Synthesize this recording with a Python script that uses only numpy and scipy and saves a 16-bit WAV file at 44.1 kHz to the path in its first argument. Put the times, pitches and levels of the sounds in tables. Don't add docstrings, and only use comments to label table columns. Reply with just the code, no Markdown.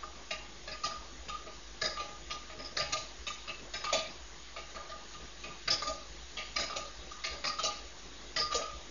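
import sys
import numpy as np
from scipy import signal
from scipy.fft import rfft, irfft, next_fast_len
from scipy.io import wavfile
from scipy.ndimage import uniform_filter1d, map_coordinates

SR = 44100
rng = np.random.default_rng(int(sys.argv[2]) if len(sys.argv) > 2 else 0)


def persist_wave(psi):
    counts = np.round(np.clip(psi, -1, 1) * 32767).astype(np.int16)
    wavfile.write(sys.argv[1], SR, np.atleast_2d(counts).T)


N = 392490


def amp(db):
    return 10 ** (np.asarray(db) / 20)


def unit(x):
    return x / np.sqrt(np.mean(x ** 2) + 1e-20)


def along(points, hz):
    point_hz, level_db = np.transpose(points)
    return np.interp(np.log(hz + 1), np.log(point_hz + 1), level_db, left=-120, right=-120)


def wobble(rate):
    knots = rng.standard_normal(int(N * rate / SR) + 4)
    return map_coordinates(knots, [np.arange(N) * rate / SR])


def filtered(x, response):
    size = next_fast_len(len(x) + 8192)
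    spectrum = rfft(x, size) * response(np.fft.rfftfreq(size, 1 / SR))
    return irfft(spectrum, size)[:len(x)]


def rush(spectrum, patchy_db):
    z = signal.stft(rng.standard_normal(N), nperseg=512)[2]
    field = uniform_filter1d(rng.standard_normal(z.shape), size=5, axis=0)
    field = uniform_filter1d(field, size=10, axis=1)
    noise = signal.istft(z * amp(patchy_db * unit(field)), nperseg=512)[1][:N]
    return unit(filtered(noise, lambda hz: amp(along(spectrum, hz))))


# pitch_hz, level_db
RUMBLE_SPECTRUM = [(15, -6.5), (30, -16.5), (42, -15.5), (54, 3.5), (62, -2), (70, -7.5), (80, -21.5)]


def house_rumble():
    level_db = -63.5 + 1.6 * wobble(3)
    return amp(level_db) * rush(RUMBLE_SPECTRUM, patchy_db=-0.5)


# pitch_hz, level_db (rms, before a slight drift)
HUM_LINES = [(50, -57.5), (150, -76.5), (350, -68)]


def mains():
    t = np.arange(N) / SR
    hum = np.zeros(N)
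    for hz, db in HUM_LINES:
        gain = amp(db + 0.69 * wobble(1.4)) * np.sqrt(2)
        hum += gain * np.sin(2 * np.pi * hz * t + 0.9 * wobble(2.5))
    return hum


# start_s, level_db (gain of the swell)
SWELLS = [(0.098, -45), (0.746, -48), (0.967, -43.5), (1.069, -57), (1.184, -42), (2.249, -44),
          (2.818, -40.5), (3.184, -41), (4.181, -42.5), (5.195, -44), (5.886, -44), (6.086, -44.5),
          (6.219, -44), (6.578, -44), (6.981, -42), (7.302, -40), (7.842, -42), (8.397, -42.5),
          (8.542, -45), (8.742, -40.5)]


def low_swells():
    out, t = np.zeros(N + SR), np.arange(SR // 2) / SR
    envelope = t / 0.039 * np.exp(1 - t / 0.022)
    swell = envelope * np.sin(2 * np.pi * 61 * t)
    for start_s, level_db in SWELLS:
        out[round(start_s * SR):][:len(t)] += amp(level_db) * swell
    return out[:N]


WHISTLE_HZ, WHISTLE_HALF_WIDTH_HZ = 3800, 35
WHISTLE_DB, WHISTLE_RISE_DB_PER_S = -21, 0.74


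def jet_whistle():
    t = np.arange(N) / SR
    tone = unit(filtered(rng.standard_normal(N),
                         lambda hz: 1 / (1 + ((hz - WHISTLE_HZ) / WHISTLE_HALF_WIDTH_HZ) ** 2)))
    return amp(WHISTLE_DB + WHISTLE_RISE_DB_PER_S * t + 2.5 * wobble(1.7)) * tone


# time_s, hiss_level_db, roar_level_db
BURNER_LEVELS = [(0, -53, -56.5), (3.001, -52, -57), (5.199, -52, -57), (7.2, -51, -57), (8.9, -52, -57.5)]
# pitch_hz, level_db
HISS_SPECTRUM = [(530, -22.5), (900, -16), (1040, -35), (1130, 2.5), (1280, -4), (1670, -2), (2010, -2),
                 (2210, -3), (2400, -5.5), (2610, -4), (3790, -2), (5140, -4.5), (6790, -2.5), (8830, -11),
                 (14900, -120)]
# pitch_hz, level_db
ROAR_SPECTRUM = [(44, -21), (75, -6.5), (92, -7.5), (141, -3), (221, -4.5), (350, -3), (414, -4),
                 (448, -4.5), (1100, -8), (1430, -47), (2420, -120)]


def burner():
    time_s, hiss_db, roar_db = np.transpose(BURNER_LEVELS)
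    t = np.arange(N) / SR
    jet = rush(HISS_SPECTRUM, patchy_db=1.52) + jet_whistle()
    hiss = amp(np.interp(t, time_s, hiss_db) + 0.18 * wobble(22)) * jet
    roar_gain = amp(np.interp(t, time_s, roar_db) + 0.27 * wobble(8.4))
    return hiss + roar_gain * rush(ROAR_SPECTRUM, patchy_db=3.0)


# pitch_hz, t60_s
KITCHEN_DECAY = [(100, 0.33), (600, 0.42), (2000, 0.5), (7000, 0.34)]


def kitchen(x, wet_db):
    hz, t, z = signal.stft(rng.standard_normal(len(x)), SR, nperseg=256)
    point_hz, point_t60 = np.transpose(KITCHEN_DECAY)
    t60 = np.interp(hz, point_hz, point_t60)[:, None]
    tail = signal.istft(z * amp(-60 * t / t60), SR, nperseg=256)[1]
    tail = np.pad(tail / np.linalg.norm(tail), (SR // 300, 0))
    return x + amp(wet_db) * signal.fftconvolve(x, tail)[:len(x)]


def rattle(rise, length, count):
    chance = rng.random((count, 3))
    s = np.minimum(-length * np.log(1 - chance[:, 0]), .15)
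    size = amp(-10 * chance[:, 1] - 1.1 * s / length) * (1 - np.exp(-s / rise))
    train = np.zeros(SR // 5)
    np.add.at(train, (s * SR).astype(int), size * np.sign(chance[:, 2] - .5))
    return train


def puff(lo_hz, hi_hz, t60, t):
    band = signal.butter(3, [lo_hz, min(hi_hz, SR / 3)], "bandpass", fs=SR, output="sos")
    return signal.sosfilt(band, amp(-60 * t / t60) * rng.standard_normal(len(t)))


def ring(modes, t, scatter_db, slack=0, centre_hz=1000, focus_db=0):
    hz, db, t60 = np.transpose(modes)[:, :, None]
    strength, turn, shift = rng.standard_normal((3, len(modes), 1))
    octaves_away = np.abs(np.log2(hz / centre_hz))
    level = db + scatter_db * strength - focus_db * octaves_away
    phase = 2 * np.pi * hz * (1 + slack * shift) * t + np.pi * turn
    return (amp(level - 60 * t / t60) * np.sin(phase)).sum(axis=0) / np.linalg.norm(amp(level))


# pitch_hz, level_db, t60_s
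TANK_MODES = [(575.5, -3, 0.42), (626.5, 5, 0.18), (651.7, 5, 0.12), (668, 0, 0.14)]
BASE_MODES = [(825.6, 3.5, 0.31), (821, 3, 0.057)]
HOOD_MODES = [(1250, -15.5, 0.11), (1200.4, 0.5, 0.15), (1219, 0, 0.31), (1268, -6.5, 0.12)]
ROD_MODES = [(4700, -1.5, 0.079), (4630, -11.5, 0.035), (5080, -0.5, 0.11), (4910, 15, 0.025),
             (4730, -9.5, 0.059), (5070, -1.5, 0.22), (4850, -18, 0.22), (5520, -6, 0.17), (5150, -6, 0.16)]
LOW_FITTINGS = [(1450, -6, .05), (1681, 0, .08), (1965, 0, .06), (2140, -2, .05), (2280, 0, .05),
                (2400, -2, .05), (2500, 0, .05), (2650, 0, .05), (2796, -1, .06), (2950, 0, .05)]
MIDDLE_FITTINGS = [(3260, -3, .05), (3461, 0, .06), (3600, -3, .05), (3710, -2, .05), (3772, 0, .07),
                   (3920, -2, .05), (4043, 0, .06), (4274, 0, .06), (4450, -2, .05)]
HIGH_FITTINGS = [(5450, -4, .04), (5812, 0, .07), (6110, -3, .04), (6330, -2, .05), (6585, 0, .05),
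                 (6780, -2, .04)]
ROD_HZ, ROD_SCATTER = 4864, .015
MIDDLE_HZ, MIDDLE_SCATTER = 3916, 0.061


def lamp_parts(low_hz, t):
    rod_hz = ROD_HZ * (1 + ROD_SCATTER * rng.standard_normal())
    middle_hz = MIDDLE_HZ * (1 + MIDDLE_SCATTER * rng.standard_normal())
    push = puff(87, 500, 0.22, t)
    tank = ring(TANK_MODES, t, scatter_db=2.0) + 3 * puff(430, 760, .09, t)
    base = ring(BASE_MODES, t, scatter_db=4.0)
    hood = ring(HOOD_MODES, t, scatter_db=0.5) + 0.19 * puff(1000, 2000, 0.028, t)
    rod = ring(ROD_MODES, t, 4.4, 0.0031, rod_hz, focus_db=149)
    rod += 5 * puff(0.955 * rod_hz, 1.067 * rod_hz, .06, t)
    low = ring(LOW_FITTINGS, t, 3, 0.0083, low_hz, focus_db=16.0)
    low += 5 * puff(0.77 * low_hz, 1.21 * low_hz, .07, t)
    middle = ring(MIDDLE_FITTINGS, t, 0.95, 0.0063, middle_hz, focus_db=47)
    middle += 5 * puff(0.84 * middle_hz, 1.213 * middle_hz, 0.042, t)
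    high = ring(HIGH_FITTINGS, t, 3.5, 0.006) + 4 * puff(5400, 9020, 0.12, t)
    return np.array([push, tank, base, hood, rod, low, middle, high])


def touching(parts, t):
    knots = rng.standard_normal((len(parts), 40))
    chatter = [np.interp(t, np.linspace(0, t[-1], num=40), row) for row in knots]
    return parts * amp(2.8 * np.array(chatter))


# time_s, tank_level_db, hood_level_db, rod_level_db, low_level_db, low_pitch_hz, high_level_db
PUMP_CONTACTS = [(0.033, -59, -45, -70, -70.5, 1970, -68), (0.308, -46.5, -48, -64, -41, 2430, -48),
                 (0.676, -52, -55, -60, -49.5, 2020, -55), (0.717, -67, -53, -48.5, -53, 2280, -64),
                 (0.837, -51, -37.5, -43, -47.5, 2330, -43.5), (0.859, -52.5, -49.5, -51.5, -51, 2780, -49),
                 (0.911, -56.5, -49, -56, -61.5, 1670, -61), (1.286, -59, -43.5, -54, -50.5, 2620, -52),
                 (1.346, -72, -53, -70, -62, 2740, -68), (1.463, -53.5, -53.5, -65, -59.0, 2460, -73),
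                 (1.816, -45, -44.5, -41, -40, 1890, -43.5), (1.841, -45.5, -47, -37.5, -44, 1880, -46),
                 (1.972, -58, -40, -68, -50.5, 2620, -58.5), (1.999, -50.5, -53, -60, -50.0, 2680, -52.5),
                 (2.039, -59, -66, -73, -64.0, 2690, -64), (2.302, -58, -44.5, -56, -46, 2530, -47),
                 (2.499, -54.5, -54.5, -67, -56, 2250, -70.5), (2.592, -53, -55.5, -51.5, -54.5, 2160, -77),
                 (2.647, -66, -58.5, -47, -65, 2080, -64.5), (2.77, -45, -46, -40, -40, 1710, -42.5),
                 (2.799, -42.5, -48.5, -38.5, -43.5, 2640, -57), (2.926, -46, -39, -57, -42.5, 2170, -38.5),
                 (2.968, -51, -62, -56.5, -49.5, 2800, -46.5), (3.27, -57, -45, -59, -44, 2480, -46),
                 (3.479, -54, -50.0, -54, -43.5, 2440, -58.5), (3.739, -52, -52.5, -47.5, -45, 2010, -47.5),
                 (3.842, -55, -38.5, -54, -44.0, 2900, -49), (3.897, -54.5, -45.5, -62, -51, 2790, -58),
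                 (3.929, -34, -42, -46, -38.5, 2670, -34.5), (3.969, -51, -71, -52, -44, 2900, -69),
                 (4.095, -69, -63, -56.5, -65, 2720, -69), (4.564, -51.5, -49, -67, -49.5, 2390, -60),
                 (4.749, -52.5, -48.5, -70, -53, 1650, -63), (4.895, -52, -48.5, -70, -56.0, 1920, -57),
                 (5.138, -70.5, -53.5, -72, -60, 2940, -62), (5.438, -56.5, -54.0, -62, -48, 2600, -64),
                 (5.678, -48, -45.5, -39, -39.5, 1970, -48), (5.706, -46.5, -44, -30, -44, 2320, -38),
                 (5.724, -64, -72, -41, -66, 1750, -58), (5.821, -52, -40.5, -62, -50.5, 1890, -48),
                 (5.873, -41.5, -48.5, -46.5, -54, 2280, -44.5),
                 (6.373, -53.5, -49.5, -60, -43, 2480, -51.5),
                 (6.562, -47.5, -42.5, -40.5, -39.5, 2340, -43),
                 (6.598, -45.5, -53.5, -44, -45, 1920, -41.5), (6.701, -52, -43.5, -54, -52.5, 2940, -59),
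                 (6.762, -45.5, -47.5, -53, -47.5, 2600, -44), (7.115, -72, -50.0, -70.5, -67, 2810, -54),
                 (7.241, -53.5, -47, -50, -41, 2410, -44), (7.319, -53, -50.5, -51, -54, 1900, -57.5),
                 (7.443, -47.5, -44.5, -44, -42.5, 1930, -45.5), (7.469, -64, -40.5, -41, -45, 2350, -45.5),
                 (7.488, -67, -46, -44.5, -66, 2470, -58), (7.589, -53.5, -39, -58, -46, 2840, -47.5),
                 (7.636, -42, -39.5, -46, -41, 3020, -36.5), (7.709, -68.5, -60, -70, -55, 2670, -64),
                 (8.364, -45.5, -44, -38.5, -40, 1850, -44), (8.39, -50, -44, -34.5, -48, 2140, -51.5),
                 (8.414, -65, -72, -45, -59, 1720, -54), (8.516, -54.5, -37, -56, -47.5, 2800, -46.5),
                 (8.545, -38.5, -73, -44, -49, 2430, -35), (8.584, -47, -49, -71, -58, 1700, -68),
                 (8.616, -76, -42.5, -54, -51.5, 2770, -72)]
BASE_DB, MIDDLE_DB = -9.5, 1
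USUAL_DB = -50
COUNTER_DB, COUNTER_GROWS = -56.5, 0.57


def pump():
    out, t = np.zeros(N + SR), np.arange(SR * 2 // 5) / SR
    for time_s, tank_db, hood_db, rod_db, low_db, low_hz, high_db in PUMP_CONTACTS:
        parts = lamp_parts(low_hz, t)
        impacts = np.pad(rattle(rise=0.0021, length=.008, count=22), (0, SR // 5))
        blows = kitchen(impacts, wet_db=-3.5)
        parts = signal.fftconvolve(parts, blows[None], axes=1)[:, :len(t)]
        parts = touching(parts, t)
        parts /= np.sqrt(np.mean(parts[:, :SR // 16] ** 2, axis=1, keepdims=True))
        counter_db = COUNTER_DB + COUNTER_GROWS * ((tank_db + rod_db) / 2 - USUAL_DB)
        base_db = (tank_db + hood_db) / 2 + BASE_DB
        middle_db = (low_db + high_db) / 2 + MIDDLE_DB
        levels = [counter_db, tank_db, base_db, hood_db, rod_db, low_db, middle_db, high_db]
        start = round((time_s - .004) * SR)
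        out[start:][:len(t)] += amp(levels) @ parts
    return out[:N]


def scene():
    return (house_rumble() + mains() + low_swells() + burner() + pump())[None]


TOP_HZ = 6989
OFFSET = -.0024


def record(dry):
    return filtered(dry[0], lambda hz: amp(-.4 * np.clip(hz - TOP_HZ, 0, 250)))[None] + OFFSET


dry = scene()
out = record(dry)
persist_wave(out)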